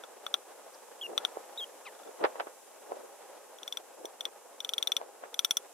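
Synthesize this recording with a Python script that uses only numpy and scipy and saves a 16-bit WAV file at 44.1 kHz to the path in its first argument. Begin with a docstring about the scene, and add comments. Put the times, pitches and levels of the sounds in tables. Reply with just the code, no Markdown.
"""A garden fence, its wire netting pulled tight. Close by, a taut wire sticks and slips on its post:
single ticks and swelling rattles with a brief steel ring, and short squeaks and a creak where the
slips merge into a tone. A hedge answers faintly and a leaf brushes the mesh. Further along, timber
and netting are knocked and dragged on the soil, over a soft outdoor rush and a thin hiss."""
import sys
import numpy as np
from scipy import signal
from scipy.fft import rfft, irfft, next_fast_len
from scipy.io import wavfile
from scipy.ndimage import map_coordinates

SR = 44100
rng = np.random.default_rng(int(sys.argv[2]) if len(sys.argv) > 2 else 0)


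def wav_out(sig):
    """Save sig, one row per channel (or a flat mono array), as 16-bit PCM at SR to the path in sys.argv[1]."""
    wavfile.write(sys.argv[1], SR, np.round(np.clip(np.atleast_2d(sig).T, -1, 1) * 32767).astype(np.int16))


N = 252693


def amp(db):
    """Decibels to gain."""
    return 10 ** (np.asarray(db) / 20)


def unit(x):
    """x at rms 1."""
    return x / np.sqrt(np.mean(x ** 2) + 1e-20)


def along(points, hz):
    """Interpolate (f/Hz, value) points on a log axis."""
    f, v = np.transpose(points)
    return np.interp(np.log(hz + 1), np.log(f + 1), v)


def envelope(points):
    """Gain curve through (t/s, level/dB) points."""
    return amp(np.interp(np.arange(N) / SR, *np.transpose(points)))


def wobble(rate_hz, count=N):
    """Smooth random curve with knots at rate_hz."""
    knots = rng.standard_normal(int(count * rate_hz / SR) + 4)
    return map_coordinates(knots, [np.arange(count) * rate_hz / SR])


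def filtered(x, response):
    """Apply a frequency response to x."""
    n = x.shape[-1]
    m = next_fast_len(n + 8192)
    return irfft(rfft(x, m) * response(np.fft.rfftfreq(m, 1 / SR)), m)[..., :n]


def noise(spectrum, correlation, count=N):
    """Stereo noise, rms 1, of given spectrum and L-R correlation."""
    def response(hz):
        angle = np.arccos(np.clip(along(correlation, hz), -1, 1)) / 2
        return amp(along(spectrum, hz)) * [np.cos(angle), np.sin(angle)]
    mid, side = filtered(rng.standard_normal((2, count)), response)
    return unit(np.array([mid + side, mid - side]))


def pan(db):
    """Stereo gains for an L-R level difference."""
    return amp(db * np.array([[.5], [-.5]]))


def left_lead(rad):
    """Stereo phasors for an L-R phase difference."""
    return np.exp(1j * rad * np.array([[.5], [-.5]]))


def add(out, start_s, x):
    """Mix x into out from start_s."""
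    part = out[:, max(round(start_s * SR), 0):][:, :x.shape[-1]]
    part += x[..., :part.shape[1]]


# fence body modes: f/Hz, width/Hz, level/dB
FENCE_MODES = [(422, 25, -8), (603, 13.3, -49), (723, 20, -7.5), (816, 13, 3.5), (890, 84, -23),
               (1100, 33, -2), (1267, 37, 4), (1420, 61, 4.5), (2020, 55, -35)]


def fence(x, ring_db):
    """Posts and netting resonate with what shakes them; output at rms 1."""
    def body(f):
        return sum(amp(db) * 1j * f * width / (hz * hz - f * f + 1j * f * width)
                   for hz, width, db in FENCE_MODES)
    return unit(filtered(x, lambda f: 1 + amp(ring_db) * body(f)))


# rush envelope: t/s, level/dB
RUSH_ENVELOPE = [(0.0, -54.5), (0.88, -55.5), (1.12, -55), (1.24, -47.5), (1.39, -54.5), (2.11, -54.5),
                 (2.3, -51.5), (2.62, -59.5), (2.74, -56.5), (2.97, -54.5), (4.08, -56), (4.26, -57),
                 (4.48, -57), (4.88, -53.5), (5.23, -57.5), (5.73, -56)]
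# rush spectrum: f/Hz, level/dB
RUSH_SPECTRUM = [(24, -75), (40, -62), (119, -38.5), (232, -16), (352, -6), (412, -3), (522, 1), (565, 0),
                 (745, -5), (890, -4.5), (1110, -10), (1430, -18), (1580, -13), (2390, -20.5), (4500, -24),
                 (5850, -27), (9900, -120)]
# stereo image of rush and hiss: f/Hz, L-R correlation
AIR_CORRELATION = [(60, -0.33), (110, -0.45), (200, -0.12), (380, -0.025), (700, 0.82), (1290, 0.76),
                   (2380, 0.64), (4400, -0.072), (8120, -0.14), (15000, 0.61)]


def rush(gain_db=2.0, flutter_db=1.91):
    """A low rush swells as the netting is handled."""
    gain = envelope(RUSH_ENVELOPE) * amp(gain_db + flutter_db * wobble(70))
    return pan(-0.053) * gain * fence(noise(RUSH_SPECTRUM, AIR_CORRELATION), ring_db=-2.0)


# hiss envelope: t/s, level/dB
HISS_ENVELOPE = [(0.0, -59.5), (1.45, -57.5), (4.64, -60), (4.79, -59.5), (5.03, -61), (5.73, -58.5)]
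# hiss spectrum: f/Hz, level/dB
HISS_SPECTRUM = [(1470, -20.5), (2500, -3), (2710, -4), (3890, -6.5), (4310, -10), (5170, -3), (6650, 1),
                 (8430, 1.5), (9350, -3), (10600, 0), (15500, -14), (16100, -36), (16500, -43)]


def hiss():
    """A thin hiss drifts in level."""
    return envelope(HISS_ENVELOPE) * noise(HISS_SPECTRUM, AIR_CORRELATION)


# pulls on the wire: first t/s, last t/s, slips, gap growth/s, first level/dB, last level/dB,
# build-up/slips, treble/dB, post knock/dB
WIRE_PULLS = [(0.037, 0.0368, 1, 0, -39.5, -39, 1, -13, -4.5),
              (0.265, 0.3412, 2, 0, -25.5, -15.5, 1, -15.5, -10.5),
              (1.1781, 1.2501, 2, 0, -14.5, -18, 1, -16.5, -15), (1.950, 2.075, 4, 0, -57, -51, 3, -8, -1),
              (3.586, 3.7718, 5, 0.00035, -43, -25.5, 1.76, -8.5, -21),
              (4.0552, 4.0552, 1, 0, -34, -35.5, 1, -3, -30), (4.2081, 4.2536, 2, 0, -26, -24, 1, -11, -22),
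              (4.6043, 4.9667, 9, 0.00053, -27.5, -17, 3.5, -10, -24.5),
              (5.3429, 5.5093, 4, 0.0063, -29, -14.5, 0.44, -6, -21.5),
              (5.570, 5.570, 1, 0, -20.5, -18, 1, -2, -19)]


def slip_train():
    """Yield each slip; as tension builds, a pull moves from its first level to its last."""
    for first_s, last_s, count, growth_s, first_db, last_db, build, treble_db, post_db in WIRE_PULLS:
        k = np.arange(count)
        times = np.linspace(first_s, last_s, count) - growth_s * k * k[::-1] / 2
        tension = 1 - np.exp(-k / build)
        levels = first_db + (last_db - first_db) * tension / max(tension[-1], 1e-9)
        for start_s, db in zip(times, levels):
            yield start_s, db, treble_db, post_db


# modes of the wire on its post: f/Hz, level/dB, t60/s, L-R/dB
WIRE_MODES = [(1370, 0.5, 0.028, 0), (2320, -23.5, 0.0023, 2.5), (3266, -9, 0.012, -2.5),
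              (3350, -40, 0.11, 5), (3487, -1.5, 0.018, 7), (3860, -1.5, 0.0026, 7),
              (4330, -18, 0.0083, -5), (5480, -8, 0.011, -5), (5780, -1, 0.017, 7), (5995, -9, 0.025, 2),
              (8740, -10, 0.023, 7), (11220, -16.5, 0.066, -6), (12080, -15, 0.025, -2),
              (12600, -24, 0.0064, 2), (12630, -13, 0.0071, 2), (13500, -7.5, 0.018, -3)]


def wire_ring(t, emphasis, attack_s=0.00078, detune=0.0031, scatter_db=-13, scatter_t60_s=0.019):
    """The wire's modes ring down; nearby leaves and soil scatter the tick."""
    ring = np.zeros((2, len(t)))
    for hz, db, t60_s, side_db in WIRE_MODES:
        onset = 1 - np.exp(-(t * np.sqrt(hz / 3500) / attack_s) ** 2)  # short bending waves come first
        cycles = rng.random() + rng.normal(0, (hz / 26000) ** 2, (2, 1))  # L and R part in the treble
        wave = np.sin(2 * np.pi * (hz * (1 + detune * rng.normal()) * t + cycles))
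        decay = amp(db + along(emphasis, hz) + rng.normal() - 60 * t / t60_s)
        ring += pan(side_db) * decay * onset * wave
    scatter = rng.standard_normal(len(t)) * amp(-60 * t / scatter_t60_s) * (t > .001)
    scatter /= np.linalg.norm(scatter)
    return ring + amp(scatter_db) * signal.fftconvolve(ring, scatter[None], axes=1)[:, :len(t)]


# snap spectrum: f/Hz, level/dB
SNAP_SPECTRUM = [(150, -45), (350, 8), (600, 17), (1400, 17), (1900, 1.5), (2700, 1), (3300, 3),
                 (4200, 2.5), (4800, -8), (6200, 5), (7300, -3), (9500, 4), (11500, 12.5), (15500, 2)]


def wire_snap(t, emphasis, rise_s=0.00031, t60_s=0.022):
    """The release: a noise burst with the brightness and direction of the ring."""
    sides = [(hz, side_db) for hz, _, _, side_db in WIRE_MODES]
    snap = noise(SNAP_SPECTRUM, [(1000, 0.9), (3500, 1.0), (6000, 0.66), (10000, 0.18)], len(t))
    snap = filtered(snap, lambda f: amp(along(emphasis, f)) * pan(along(sides, f)))
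    return snap * amp(-60 * t / t60_s) * (1 - np.exp(-t / rise_s))


def slips(ring_db=4.5, snap_db=2, top_db=-6):
    """Each slip snaps and rings the wire, coloured by its pull."""
    out, t = np.zeros((2, N)), np.arange(SR // 16) / SR
    for start_s, db, treble_db, post_db in slip_train():
        emphasis = [(1500, post_db), (2300, 0), (4300, 0),
                    (5300, treble_db), (8800, treble_db), (10500, treble_db + top_db)]
        tick = amp(ring_db) * wire_ring(t, emphasis) + amp(snap_db) * wire_snap(t, emphasis)
        add(out, start_s - .0006, amp(db) * tick)
    return filtered(out, lambda f: amp(along([(100, -1), (400, 0)], f)))  # the slips carry a little less bass


# hedge echo decay: f/Hz, t60/s
HEDGE_DECAY = [(300, .15), (3500, 0.04), (12000, .05)]


def hedge(x):
    """Hedge and trees return a short, diffuse tail."""
    hz, t, bands = signal.stft(rng.standard_normal((2, SR // 3)), SR, nperseg=256)
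    decay = amp(-60 * t / along(HEDGE_DECAY, hz)[:, None])
    _, tail = signal.istft(bands * decay, SR, nperseg=256)
    return signal.fftconvolve(x, tail / np.linalg.norm(tail[0]), axes=1)[:, :N]


# leaf on mesh: f/Hz, level/dB
LEAF_SPECTRUM = [(3500, -40), (4400, 4), (5500, 7), (7500, -10), (12000, -12), (15000, -13)]


def leaf_brush(centre_s=.745, half_s=0.0088, db=-57):
    """A leaf brushes lightly over the mesh."""
    swell = np.exp(-((np.arange(N) / SR - centre_s) / half_s) ** 2)
    return amp(db) * swell * noise(LEAF_SPECTRUM, [(5000, 0.78)])


def friction_tone(start_s, length_s, pitch_hz, level, harmonics, jitter, flutter_db):
    """Rapid slips merge into a tone; pitch_hz and level are functions of progress u, 0 to 1."""
    u = np.clip((np.arange(N) / SR - start_s) / length_s, 0, 1)
    phase = 2 * np.pi * np.cumsum(pitch_hz(u) * (1 + jitter * wobble(700))) / SR
    gate = np.clip(np.minimum(u, 1 - u) * length_s / 0.001, 0, 1)
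    gain = gate * level(u) * amp(flutter_db * wobble(250))
    return np.sqrt(2) * gain * sum(amp(db) * np.sin(k * phase) for k, db in harmonics)


# wire squeaks: t/s, length/s, settled f/Hz, level/dB
WIRE_SQUEAKS = [(1.012, .056, 2820, -40.5), (1.575, .070, 3236, -40)]
# squeak timbre: harmonic, level/dB
SQUEAK_HARMONICS = [(1, 0.5), (2, -24.5), (3, -31), (4, -23), (5, -29)]


def squeaks():
    """The sliding wire sings: pitch leaps as it breaks free and sags as it sticks again."""
    def glide(u):
        overshoot = 0.2 * np.exp(-((u - 0.19) / 0.2) ** 2)
        stall = 0.11 * np.exp((u - 1) / 0.03)
        return 1 + overshoot - stall
    return pan(1.2) * sum(friction_tone(start_s, length_s, lambda u: hz * glide(u), lambda u: amp(db),
                                        SQUEAK_HARMONICS, jitter=.004, flutter_db=.4)
                          for start_s, length_s, hz, db in WIRE_SQUEAKS)


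# timber and netting spectrum: f/Hz, level/dB
TIMBER_SPECTRUM = [(40, -48), (100, -49), (160, -34.5), (250, -20.5), (340, -5), (450, 2.5), (650, 2.5),
                   (850, 0), (1400, -14.5), (2200, -27.5), (3500, -41), (5000, -44), (7000, -81)]
# grit spectrum: f/Hz, level/dB
GRIT_SPECTRUM = [(300, -20), (800, 22), (1400, 16), (2000, 10.5), (3300, 1.5), (5000, -16), (7000, -50),
                 (10000, -70)]
# drags over soil: centre t/s, half length/s, level/dB, grit/dB
SOIL_SCUFFS = [(1.12, 0.057, -42, -30), (2.084, 0.019, -43, -14), (2.225, 0.025, -36, -13),
               (2.96, 0.094, -46.5, -26), (4.001, 0.03, -49.5, -24), (4.269, 0.019, -50, -1.5),
               (5.03, 0.09, -55.5, -16), (5.253, .025, -50, -5)]


def scuffs(lump_db=4.0, lump_hz=110):
    """Netting and timber drag over the soil: a lumpy swell with some grit."""
    out, t = np.zeros((2, N)), np.arange(SR // 3) / SR
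    t -= t.mean()
    for centre_s, half_s, db, grit_db in SOIL_SCUFFS:
        swell = np.exp(-(t / half_s) ** 2) * unit(amp(lump_db * wobble(lump_hz, len(t))))
        drag = noise(TIMBER_SPECTRUM, [(500, 0.13)], len(t))
        drag = unit(filtered(drag, lambda f: amp(along([(250, 10.5), (800, -4.5)], f))))
        grit = amp(grit_db) * noise(GRIT_SPECTRUM, [(2000, 0.1)], len(t))
        add(out, centre_s + t[0], amp(db) * swell * (drag + grit))
    return out


# knocks on timber: t/s, level/dB, tilt/(dB/octave), grit/dB
TIMBER_KNOCKS = [(1.372, -22.5, -1.5, -42), (2.2405, -14, 9, -9.5), (2.2452, -11, -5, -34),
                 (2.2502, -16.5, 10.5, -7), (2.357, -29, 3, -14), (2.3996, -22.5, 10.5, -7),
                 (2.4064, -17.5, 7, -25), (2.471, -30.5, -8, -14.5), (2.9205, -21, -0.5, -37),
                 (4.049, -26.5, -8.5, -40), (5.015, -23.5, 4.5, -47), (5.238, -29, 1, -12)]


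def knocks(thud_db=0.06, rustle_db=-20.5, rustle_per_tilt=-0.33, right_lag_s=0.00033):
    """Short, dead pushes on timber; netting rustles around each and grit scrapes under it."""
    out, t = np.zeros((2, N)), (np.arange(SR // 3) - SR // 16) / SR
    impulse = 1. * (t == 0)

    def burst(rise_s, t60_s):
        return np.exp(np.minimum(t, 0) / rise_s) * amp(-60 * np.maximum(t, 0) / t60_s)

    for peak_s, db, tilt, grit_db in TIMBER_KNOCKS:
        def timber(f):
            octaves = np.log2(np.clip(f, 300, 6000) / 500)
            gain = amp(along(TIMBER_SPECTRUM, f) + tilt * octaves)
            return gain * left_lead(2 * np.pi * f * right_lag_s)
        thud = filtered(impulse, timber)
        thud *= amp(thud_db) / np.abs(thud).max()
        rustle = burst(rise_s=0.014, t60_s=0.16) * noise(TIMBER_SPECTRUM, [(500, 0.022)], len(t))
        rustle *= amp(rustle_db + rustle_per_tilt * tilt)
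        grit = burst(rise_s=0.0021, t60_s=0.064) * noise(GRIT_SPECTRUM, [(2000, 0.052)], len(t))
        add(out, peak_s + t[0], amp(db) * (pan(-2.0) * (thud + amp(grit_db) * grit) + rustle))
    return out


# creak timbre: harmonic, level/dB
CREAK_HARMONICS = [(1, -5.5), (2, 0), (3, -9), (4, -14), (5, -26)]


def creak(start_s=1.85, length_s=.05, first_hz=1510, last_hz=792, db=-48):
    """The sliding wire creaks, low and rough, sagging in pitch as it dies."""
    sag = lambda u: first_hz * (last_hz / first_hz) ** u
    swell = lambda u: amp(db) * np.sin(np.pi * u ** 0.78)
    tone = friction_tone(start_s, length_s, sag, swell, CREAK_HARMONICS, jitter=.04, flutter_db=2.2)
    return pan(2.2) * tone


# direction of the wire: f/Hz, left phase lead/rad
WIRE_PHASE = [(200, -2.5), (2000, 0.22), (3400, 0.77), (4200, 0.46), (6000, -0.21), (12000, -1.35)]


def scene(hedge_db=-16):
    """Open air, the near wire with its echo, a leaf, and scuffs and knocks further off."""
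    wire = filtered(slips() + squeaks() + creak(), lambda f: left_lead(along(WIRE_PHASE, f)))
    return rush() + hiss() + wire + amp(hedge_db) * hedge(wire) + leaf_brush() + scuffs() + knocks()


def record(dry, cutoff_hz=16100):
    """Steep low-pass."""
    return filtered(dry, lambda hz: 1 / np.sqrt(1 + (hz / cutoff_hz) ** 160))


dry = scene()
out = record(dry)
wav_out(out)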